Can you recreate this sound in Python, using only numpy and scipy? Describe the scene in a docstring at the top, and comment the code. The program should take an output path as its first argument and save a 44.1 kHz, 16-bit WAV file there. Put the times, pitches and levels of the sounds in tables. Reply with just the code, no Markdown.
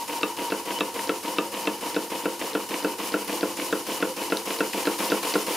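"""A model vertical steam engine on a workbench in a quiet workshop, heard by two close microphones.
From the start, two exhaust strokes a turn hiss out through a hose and blow a breathy note in an upright brass pot.
Slack bearings tap lightly several times a turn and, from 0.23 s, knock hard once, ringing iron frame and bench.
The pot overblows near 0.8 s; a hollow tone swells at 1.25 s and 4.05 s; the pot's note dies away after 2.9 s.
Stray linkage ticks fall at 3.2, 4.4 and 4.7 s; the crank turns about 3.4 times a second and speeds up near the end."""
import sys
import numpy as np
from scipy import signal
from scipy.fft import rfft, irfft, next_fast_len
from scipy.io import wavfile
from scipy.ndimage import map_coordinates

SR = 44100
rng = np.random.default_rng(int(sys.argv[2]) if len(sys.argv) > 2 else 0)


def to_wav(sig):
    """Store sig (one row per channel, or 1-D mono) as 16-bit WAV at the path in sys.argv[1].

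    Samples outside -1..1 are clipped; the rate is SR.
    """
    pcm = np.clip(np.atleast_2d(sig), -1, 1) * 32767
    pcm = np.round(pcm).astype(np.int16)
    wavfile.write(sys.argv[1], SR, pcm.T)  # frames by channels


N = 245195

# the big-end knock, once a turn: t/s, relative clack level/dB, relative frame ring level/dB
BIG_END_KNOCKS = [(0.2314, -11.5, -24), (0.5206, -15, -26.5), (0.807, -10, -25), (1.0934, -14, -23.5),
                  (1.3843, -10.5, -24), (1.6729, -10.5, -31.5), (1.9634, -17.5, -26.5),
                  (2.2558, -18, -27.5), (2.5506, -17, -23), (2.8456, -16.5, -27), (3.1401, -18, -23),
                  (3.4297, -18.5, -26.5), (3.7263, -17.5, -22), (4.025, -15, -23), (4.3215, -14.5, -22.5),
                  (4.6052, -15.5, -23), (4.871, -14, -22), (5.1189, -15.5, -23.5), (5.3544, -21, -24)]
# modes of bench and base board: f/Hz, relative level/dB, t60/s
BENCH_MODES = [(204.7, -14, 0.25), (258.5, -20, 0.27), (305.4, 2.5, 0.082), (341, -14, 0.32),
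               (381.8, -5, 0.15), (437.2, 2, 0.052), (453.4, 3.5, 0.056), (488.3, -1, 0.094),
               (524.6, -11, 0.26), (661, -1, 0.072), (774, -24.5, 0.28), (1043, -1, 0.028)]
PUNCH_HZ, PUNCH_DB, PUNCH_T60_S = 345, 2.5, 0.04  # the heavily damped base itself, against the thud
GEAR_DB_PER_DOUBLING = 12  # light contacts and piston push grow with speed


def amp(db):
    """Amplitude factor of a level in dB."""
    return 10 ** (np.asarray(db) / 20)


def unit(x):
    """Scale x to rms 1."""
    return x / np.sqrt(np.mean(x ** 2) + 1e-20)


def along(points, hz):
    """Read (f/Hz, value) points on a log frequency axis."""
    f, v = np.transpose(points)
    return np.interp(np.log(hz + 1), np.log(f + 1), v)


def filtered(x, response):
    """Multiply the spectrum of x by a response of frequency."""
    size = next_fast_len(x.shape[-1] + SR // 4)
    spectrum = rfft(x, size) * response(np.fft.rfftfreq(size, 1 / SR))
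    return irfft(spectrum, size)[..., :x.shape[-1]]


def wobble(rate):
    """A smooth random curve, rate knots a second."""
    knots = rng.standard_normal(int(N * rate / SR) + 4)
    return map_coordinates(knots, [np.arange(N) * rate / SR])


def rush(colour):
    """Stereo noise of rms 1, coloured by a gain of frequency; mid and side set how alike the sides are."""
    # f/Hz, left-right likeness (correlation)
    alike = [(100, 0.7), (300, 0.93), (1000, 0.88), (3000, 0.69), (12000, 0.72)]

    def mid_side_gains(hz):
        turn = np.arccos(np.clip(along(alike, hz), -1, 1)) / 2
        return colour(hz) * np.array([np.cos(turn), np.sin(turn)])

    mid, side = filtered(rng.standard_normal((2, N)), mid_side_gains)
    return unit(np.array([mid + side, mid - side]))


def fade(t, t60):
    """Exponential decay by 60 dB in t60 seconds."""
    return np.exp(-np.log(1000) * t / t60)


def ring(modes, rise):
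    """One blow on a body: its modes swell with time constant rise, each at a slightly new strength."""
    t = np.arange(SR // 4) / SR
    hz, db, t60 = np.transpose(modes)[..., None]
    strength = amp(db + 1.3 * rng.standard_normal(db.shape))
    partials = strength * np.sin(2 * np.pi * hz * t) * fade(t, t60)
    return partials.sum(0) * (1 - np.exp(-t / rise))


def crack(hz, octaves, t60):
    """A dying burst of contact noise around hz."""
    t = np.arange(SR // 4) / SR
    band = lambda f: np.exp(-.5 * (np.log2((f + 1) / hz) / octaves) ** 2)
    return unit(filtered(rng.standard_normal(len(t)), band)) * fade(t, t60)


def add(track, s, sound):
    """Mix a sound in at time s."""
    start = int(round(s * SR))
    if 0 <= start < N:
        track[start:start + len(sound)] += sound[:N - start]


def turn_times():
    """The start of every crank turn, carried on one turn at each end."""
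    s = np.array(BIG_END_KNOCKS)[:, 0]
    return np.concatenate([[2 * s[0] - s[1]], s, [2 * s[-1] - s[-2]]])


def speed(s):
    """Crank speed at times s, in doublings above idle."""
    idle_turns_per_s = 3.41
    starts = turn_times()
    periods = np.diff(starts)
    return np.interp(s, starts[:-1] + periods / 2, -np.log2(periods * idle_turns_per_s))


def closeness(s):
    """Engine level (dB) as the microphone closes in and then draws back a little."""
    # t/s, level/dB
    near_points = [(0, -1.5), (.8, -0.5), (2, 0.5), (3.3, 1.6), (5.56, 0.5)]
    return np.interp(s, *np.transpose(near_points))


def shop_air():
    """The quiet workshop around the bench: steady coloured noise."""
    # f/Hz, relative level/dB
    shop_colour = [(25, -58), (60, -18.5), (120, -3), (165, -21), (200, -1), (400, -45), (700, -17),
                   (1500, -8.5), (4000, -21.5)]
    return amp(-50) * rush(lambda hz: amp(along(shop_colour, hz)))


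def strokes(t):
    """Exhaust flow and jet strength (dB) as the valve opens and shuts twice a turn."""
    # exhaust strokes: port opens at share of the turn, stays open for share of the turn, level/dB
    exhaust_strokes = [(0.464, 0.4, 0), (0.963, 0.33, -2.15)]
    open_turns, close_turns = 0.0059, 0.079  # the flow rises, holds and dies onto a steady leak
    leak_db, jet_leak_db = -10, -4
    spurt_db, spurt_turns = 2.5, 0.048  # the jet spurts as the port opens
    # and swells again as the piston sweeps the cylinder
    sweep_db, sweep_peak_turns, sweep_width_turns = 0.5, .29, 0.12
    starts = turn_times()
    crank = np.interp(t, starts, np.arange(len(starts)))
    flow_power, jet_power = amp(leak_db) ** 2, amp(jet_leak_db) ** 2
    for opens, length, db in exhaust_strokes:
        since = (crank - opens) % 1
        opening = 1 - np.exp(-since / open_turns)
        closing = np.exp(-np.maximum(since - length, 0) / close_turns)
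        port = amp(db) * opening * closing
        spurt = amp(spurt_db) * np.exp(-since / spurt_turns)
        sweep = amp(sweep_db) * np.exp(-.5 * ((since - sweep_peak_turns) / sweep_width_turns) ** 2)
        flow_power = flow_power + port ** 2
        jet_power = jet_power + (amp(db) * port * (spurt + sweep)) ** 2
    return 10 * np.log10(flow_power), 10 * np.log10(jet_power)


def walls(x):
    """Close reflections from bench, boiler and shelves comb the hiss."""
    # delay t/s, level/dB
    reflections = [(.0022, -34), (.0039, -17.5), (.0063, -18), (0.0097, -14.5)]
    echo = lambda hz: sum(amp(db) * np.exp(-2j * np.pi * hz * delay) for delay, db in reflections)
    return filtered(x, lambda hz: 1 + echo(hz))


def pot_tone(airy_db, note_db):
    """Steam blown across the pot: a wavering, fluttering note inside a band of breathy noise."""
    # odd quarter-wave resonances: f/Hz, half width/Hz, relative level/dB
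    pot_modes = [(939, 73, 4.5), (2975, 55, -5.5)]
    # the pot briefly overblows to its upper resonance: t/s, level/dB
    overblow = [(.70, -64), (.752, -40), (.782, -32.5), (.80, -65)]
    resonance = lambda f, centre, width: 1 / (1 + ((f - centre) / width) ** 2)
    hz = 938 + 15 * wobble(22)
    note = unit(amp(2 * wobble(40)) * np.sin(2 * np.pi * np.cumsum(hz) / SR))
    airy = rush(lambda f: sum(amp(db) * resonance(f, centre, width) for centre, width, db in pot_modes))
    upper_db = np.interp(np.arange(N) / SR, *np.transpose(overblow))
    upper = rush(lambda f: resonance(f, *pot_modes[1][:2]))
    return amp(note_db) * note + amp(airy_db) * airy + amp(upper_db) * upper


def bench_response(hz):
    """The bench as a sum of damped resonances, each weighted by its decay time."""
    total = 0
    for centre, db, t60 in BENCH_MODES:
        detuning = (hz - centre) * t60 * np.pi / np.log(1000)
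        total = total + amp(db) / (1 + 1j * detuning) * t60
    return total


def steam():
    """Strokes let out a bright jet and a dull rush and blow the pot; sliding parts grumble in the bench."""
    # bright jet: f/Hz, relative level/dB
    jet_colour = [(1500, -26), (3300, 0), (5100, 5.5), (6500, 2.5), (7200, 5), (7650, -4), (8350, 4.5),
                  (9100, -1), (9900, 7), (10700, 1), (12000, 1.5), (13000, -1.5), (14600, 0), (15500, -18)]
    # dull exhaust rush: f/Hz, relative level/dB
    exhaust_colour = [(150, -56), (300, -43), (480, 1), (580, -3), (780, -1), (840, 0.5), (930, -2.5),
                      (1080, 4.5), (1220, -3.5), (1600, -7.5), (2400, -3.5), (3000, -1), (3350, -11),
                      (8000, -17)]
    # microphone distance to the cylinder: t/s, level/dB
    cylinder_closeness = [(0, -0.84), (2.4, -0.56), (3.2, 1.16), (5.56, 1)]
    t = np.arange(N) / SR
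    flow_db, spurt_db = strokes(t)
    fast, near_db = speed(t), np.interp(t, *np.transpose(cylinder_closeness))
    # base level at idle, then growth in dB per doubling of speed
    jet_db = -38 + 12 * fast + near_db
    exhaust_db = -37.5 + 14.5 * fast + near_db
    grumble_db = -42.5 + 3 * fast + near_db
    airy_db = -38 + 4 * fast
    # the note sags slowly (dB a second), then dies away
    note_hold_s, note_release_db_per_s = 2.9, 35
    note_db = -37 - 2.9 * t - note_release_db_per_s * np.maximum(t - note_hold_s, 0)

    # wet steam sputters, so the hiss has gusts and a fine grain
    gusts_db = .7 * wobble(14)
    jet_hiss = walls(rush(lambda hz: amp(along(jet_colour, hz))))
    jet = amp(jet_db + spurt_db + gusts_db) * unit(amp(0.79 * wobble(900)) * jet_hiss)
    exhaust_hiss = walls(rush(lambda hz: amp(along(exhaust_colour, hz))))
    exhaust = amp(exhaust_db + flow_db + 1.53 * wobble(120)) * unit(exhaust_hiss)

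    # the air in the pot takes a moment to follow; the note needs a strong flow
    pot_lag_s, note_swing = 0.013, 1.17
    blow_db = np.interp(t - pot_lag_s, t, flow_db)
    pot_pan = amp(1.5 * np.array([[.5], [-.5]]))  # dB, left minus right
    tone = pot_tone(airy_db + blow_db, note_db + note_swing * blow_db) * pot_pan

    grumble_band = lambda hz: 1 / (1 + (hz / 700) ** 4) / (1 + (175 / (hz + 1)) ** 8)
    grumble_noise = rush(lambda hz: bench_response(hz) * grumble_band(hz))
    grumble = amp(grumble_db + .5 * flow_db) * grumble_noise
    return jet + exhaust + tone + grumble


def valve_gear():
    """Crosshead and valve rod take up their play at set crank angles, harder at speed."""
    # light contacts: share of the turn, relative thud level/dB, relative rattle level/dB,
    # tick f/Hz, extra tick growth/dB per doubling of speed
    gear_contacts = [(.484, -34, -40.5, 2580, -9), (.534, -22, -35, 2470, -9),
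                     (0.567, -35.5, -37, 2790, -2), (.645, -23, -34, 2930, -32),
                     (.931, -25.5, -33.5, 4300, 13)]
    taps, rattles, starts = np.zeros(N), np.zeros(N), turn_times()
    for start, period in zip(starts, np.diff(starts)):
        for share, thud_db, rattle_db, tick_hz, growth_db in gear_contacts:
            s = start + share * period + rng.normal(0, 0.000789)
            # contacts differ from turn to turn
            force_db = closeness(s) + GEAR_DB_PER_DOUBLING * speed(s) + rng.normal(0, 1.5)
            thud = ring(BENCH_MODES, rise=0.005)
            thud = thud + ring([(PUNCH_HZ, PUNCH_DB, PUNCH_T60_S)], rise=0.00084)
            tick = amp(2.0 + growth_db * speed(s)) * crack(hz=tick_hz, octaves=0.34, t60=0.02)
            add(taps, s, amp(force_db) * (amp(thud_db - 7.0) * thud + amp(rattle_db) * tick))
            rattle = crack(hz=1800, octaves=0.8, t60=0.089)
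            add(rattles, s, amp(force_db + rattle_db - 3) * rattle)
    # loose parts chatter, which breaks each rattle into grains
    chatter_db, chatter_per_s = 4, 260
    return taps + rattles * unit(amp(chatter_db * wobble(chatter_per_s)))


def board(x):
    """A small base board radiates almost nothing below its lowest mode."""
    return signal.sosfilt(signal.butter(4, 185, "highpass", fs=SR, output="sos"), x)


def room(x):
    """Nearby shelves and walls answer after a few milliseconds."""
    # f/Hz, t60/s
    room_decay = [(200, 0.35), (2000, 0.15), (10000, 0.022)]
    hz, t, z = signal.stft(rng.standard_normal((3, SR // 3)), SR, nperseg=256)
    faded = z * fade(t, along(room_decay, hz)[:, None])
    shared, *apart = signal.istft(faded, SR, nperseg=256)[1]
    # the two close microphones share the bass
    tail = shared + filtered(np.array(apart), lambda f: f / (f + 1500))
    delayed = np.pad(x, (SR // 200, 0))
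    return signal.fftconvolve(delayed[None], tail / np.linalg.norm(tail[0]), axes=1)[:, :N]


def shake():
    """The reversing piston softly pushes the bench twice a turn, stirring its lowest mode and a slow sway."""
    # the piston stops at both ends of its stroke: share of the turn, relative level/dB
    dead_centres = [(0.501, -23.5), (0.992, -25.5)]
    rise_s, sway_db = 0.0064, -36
    near_share = 2.4  # the deep push gains more than the rest as the microphone nears
    out, starts = np.zeros(N), turn_times()
    swell = 1 - np.exp(-np.arange(SR // 4) / SR / rise_s)
    for start, period in zip(starts, np.diff(starts)):
        for share, db in dead_centres:
            s = start + share * period
            sway = amp(sway_db) * swell * crack(hz=60, octaves=1.0, t60=0.11)
            push_db = db + near_share * closeness(s) + GEAR_DB_PER_DOUBLING * speed(s)
            add(out, s, amp(push_db) * (ring(BENCH_MODES[:1], rise=rise_s) + sway))
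    return out


def clank(hz, t60):
    """Bending waves in the iron frame: the high ones arrive first, so the ring slides down onto its note."""
    t = np.arange(SR // 4) / SR
    glide = 1 + .32 * np.exp(-t / .0022)
    swell = 1 - np.exp(-t / .0028)
    return np.sin(2 * np.pi * np.cumsum(hz * glide) / SR) * swell * fade(t, t60)


def big_end():
    """At the load reversal the rod slams across its slack: clack, frame ring, then the bench and a rebound."""
    # rod and crank, rung by hard metal contact: f/Hz, relative level/dB, t60/s
    rod_modes = [(1735, -8, 0.064), (2120, -21, 0.022), (2490, 6.5, 0.016), (2646, 12, 0.02),
                 (3784, 11, 0.0096)]
    clack_noise_db, rod_db = -10, -12.5  # against the clack
    frame_offset_db, frame_noise_db = 11.5, -18  # main ring; the many crowded modes against it
    base_frame_hz, frame_sag_hz_per_db = 1343, 43  # a harder clack than usual rings the frame lower
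    base_thud_db, thud_db_per_doubling = -20, 6.5  # one base level for all knocks; grows with speed
    rebound_db, rebound_s = -10, 0.006716
    out = np.zeros(N)
    usual_db = np.median([clack_db - closeness(s) for s, clack_db, _ in BIG_END_KNOCKS])
    for s, clack_db, frame_db in BIG_END_KNOCKS:
        # the harder the contact, the more of it goes into the rod
        hard_db = clack_db - closeness(s) - usual_db
        add(out, s, amp(clack_db + rod_db + 0.34 * hard_db) * ring(rod_modes, rise=0.0024))
        add(out, s, amp(clack_db + clack_noise_db) * crack(hz=2480, octaves=0.62, t60=0.018))

        frame_hz = base_frame_hz - frame_sag_hz_per_db * max(hard_db - 2, 0)
        ring_db = frame_db + frame_offset_db
        add(out, s + 0.00016, amp(ring_db) * clank(frame_hz, t60=0.034))
        frame_noise = crack(hz=frame_hz, octaves=0.41, t60=0.058)
        add(out, s + 0.001007, amp(ring_db + frame_noise_db) * frame_noise)

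        # the heavy base rocks and lands again, a little differently each time
        landing = s + rebound_s + rng.normal(0, .0001)
        thud_db = base_thud_db + closeness(s) + thud_db_per_doubling * speed(s)
        add(out, s, amp(thud_db) * ring(BENCH_MODES, rise=0.006))
        add(out, s, amp(thud_db) * ring([(PUNCH_HZ, PUNCH_DB, PUNCH_T60_S)], rise=0.00067))
        add(out, landing, amp(thud_db + rebound_db) * ring(BENCH_MODES, rise=0.0027))
    return out


def moans():
    """A faint hollow tone swells and sinks; its pitch arches with its strength."""
    # start t/s, length/s, top pitch f/Hz, peak level/dB
    hollow_tones = [(1.25, 0.437, 556, -41.5), (4.05, 0.1, 527, -32)]
    drop_share = 0.1015  # share by which the pitch lies lower at the ends
    out = np.zeros(N)
    for s, length, top_hz, db in hollow_tones:
        arch = np.sin(np.linspace(0, np.pi, int(length * SR)))
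        hz = top_hz * (1 - drop_share * (1 - arch))
        add(out, s, amp(db) * arch * np.sin(2 * np.pi * np.cumsum(hz) / SR))
    return out


def linkage_ticks():
    """Stray ticks of the linkage: short bursts of contact noise."""
    # t/s, relative level/dB, centre f/Hz, width/octaves
    stray_ticks = [(3.246, -19, 13300, 0.62), (4.3707, -11, 3470, 0.88), (4.734, -13.5, 2510, 0.21)]
    out = np.zeros(N)
    for s, db, hz, octaves in stray_ticks:
        add(out, s, amp(db - 8.5) * crack(hz=hz, octaves=octaves, t60=0.011))
    return out


def scene():
    """Engine and steam close to the microphones, in a quiet workshop."""
    metal = board(valve_gear() + big_end()) + linkage_ticks()
    reflected = amp(-12.5) * room(metal)
    return shop_air() + steam() + metal + reflected + shake() + moans()


def record(dry):
    """The two microphones differ slightly in level over frequency and pass nothing above a band limit."""
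    # f/Hz, left minus right level/dB
    mic_balance = [(400, 0), (1000, 0), (2300, .8), (12000, 0.6)]
    top_hz = 15650
    sides = np.array([[.5], [-.5]])
    return filtered(dry, lambda hz: amp(sides * along(mic_balance, hz)) * (hz < top_hz))


dry = scene()
out = record(dry)
to_wav(out)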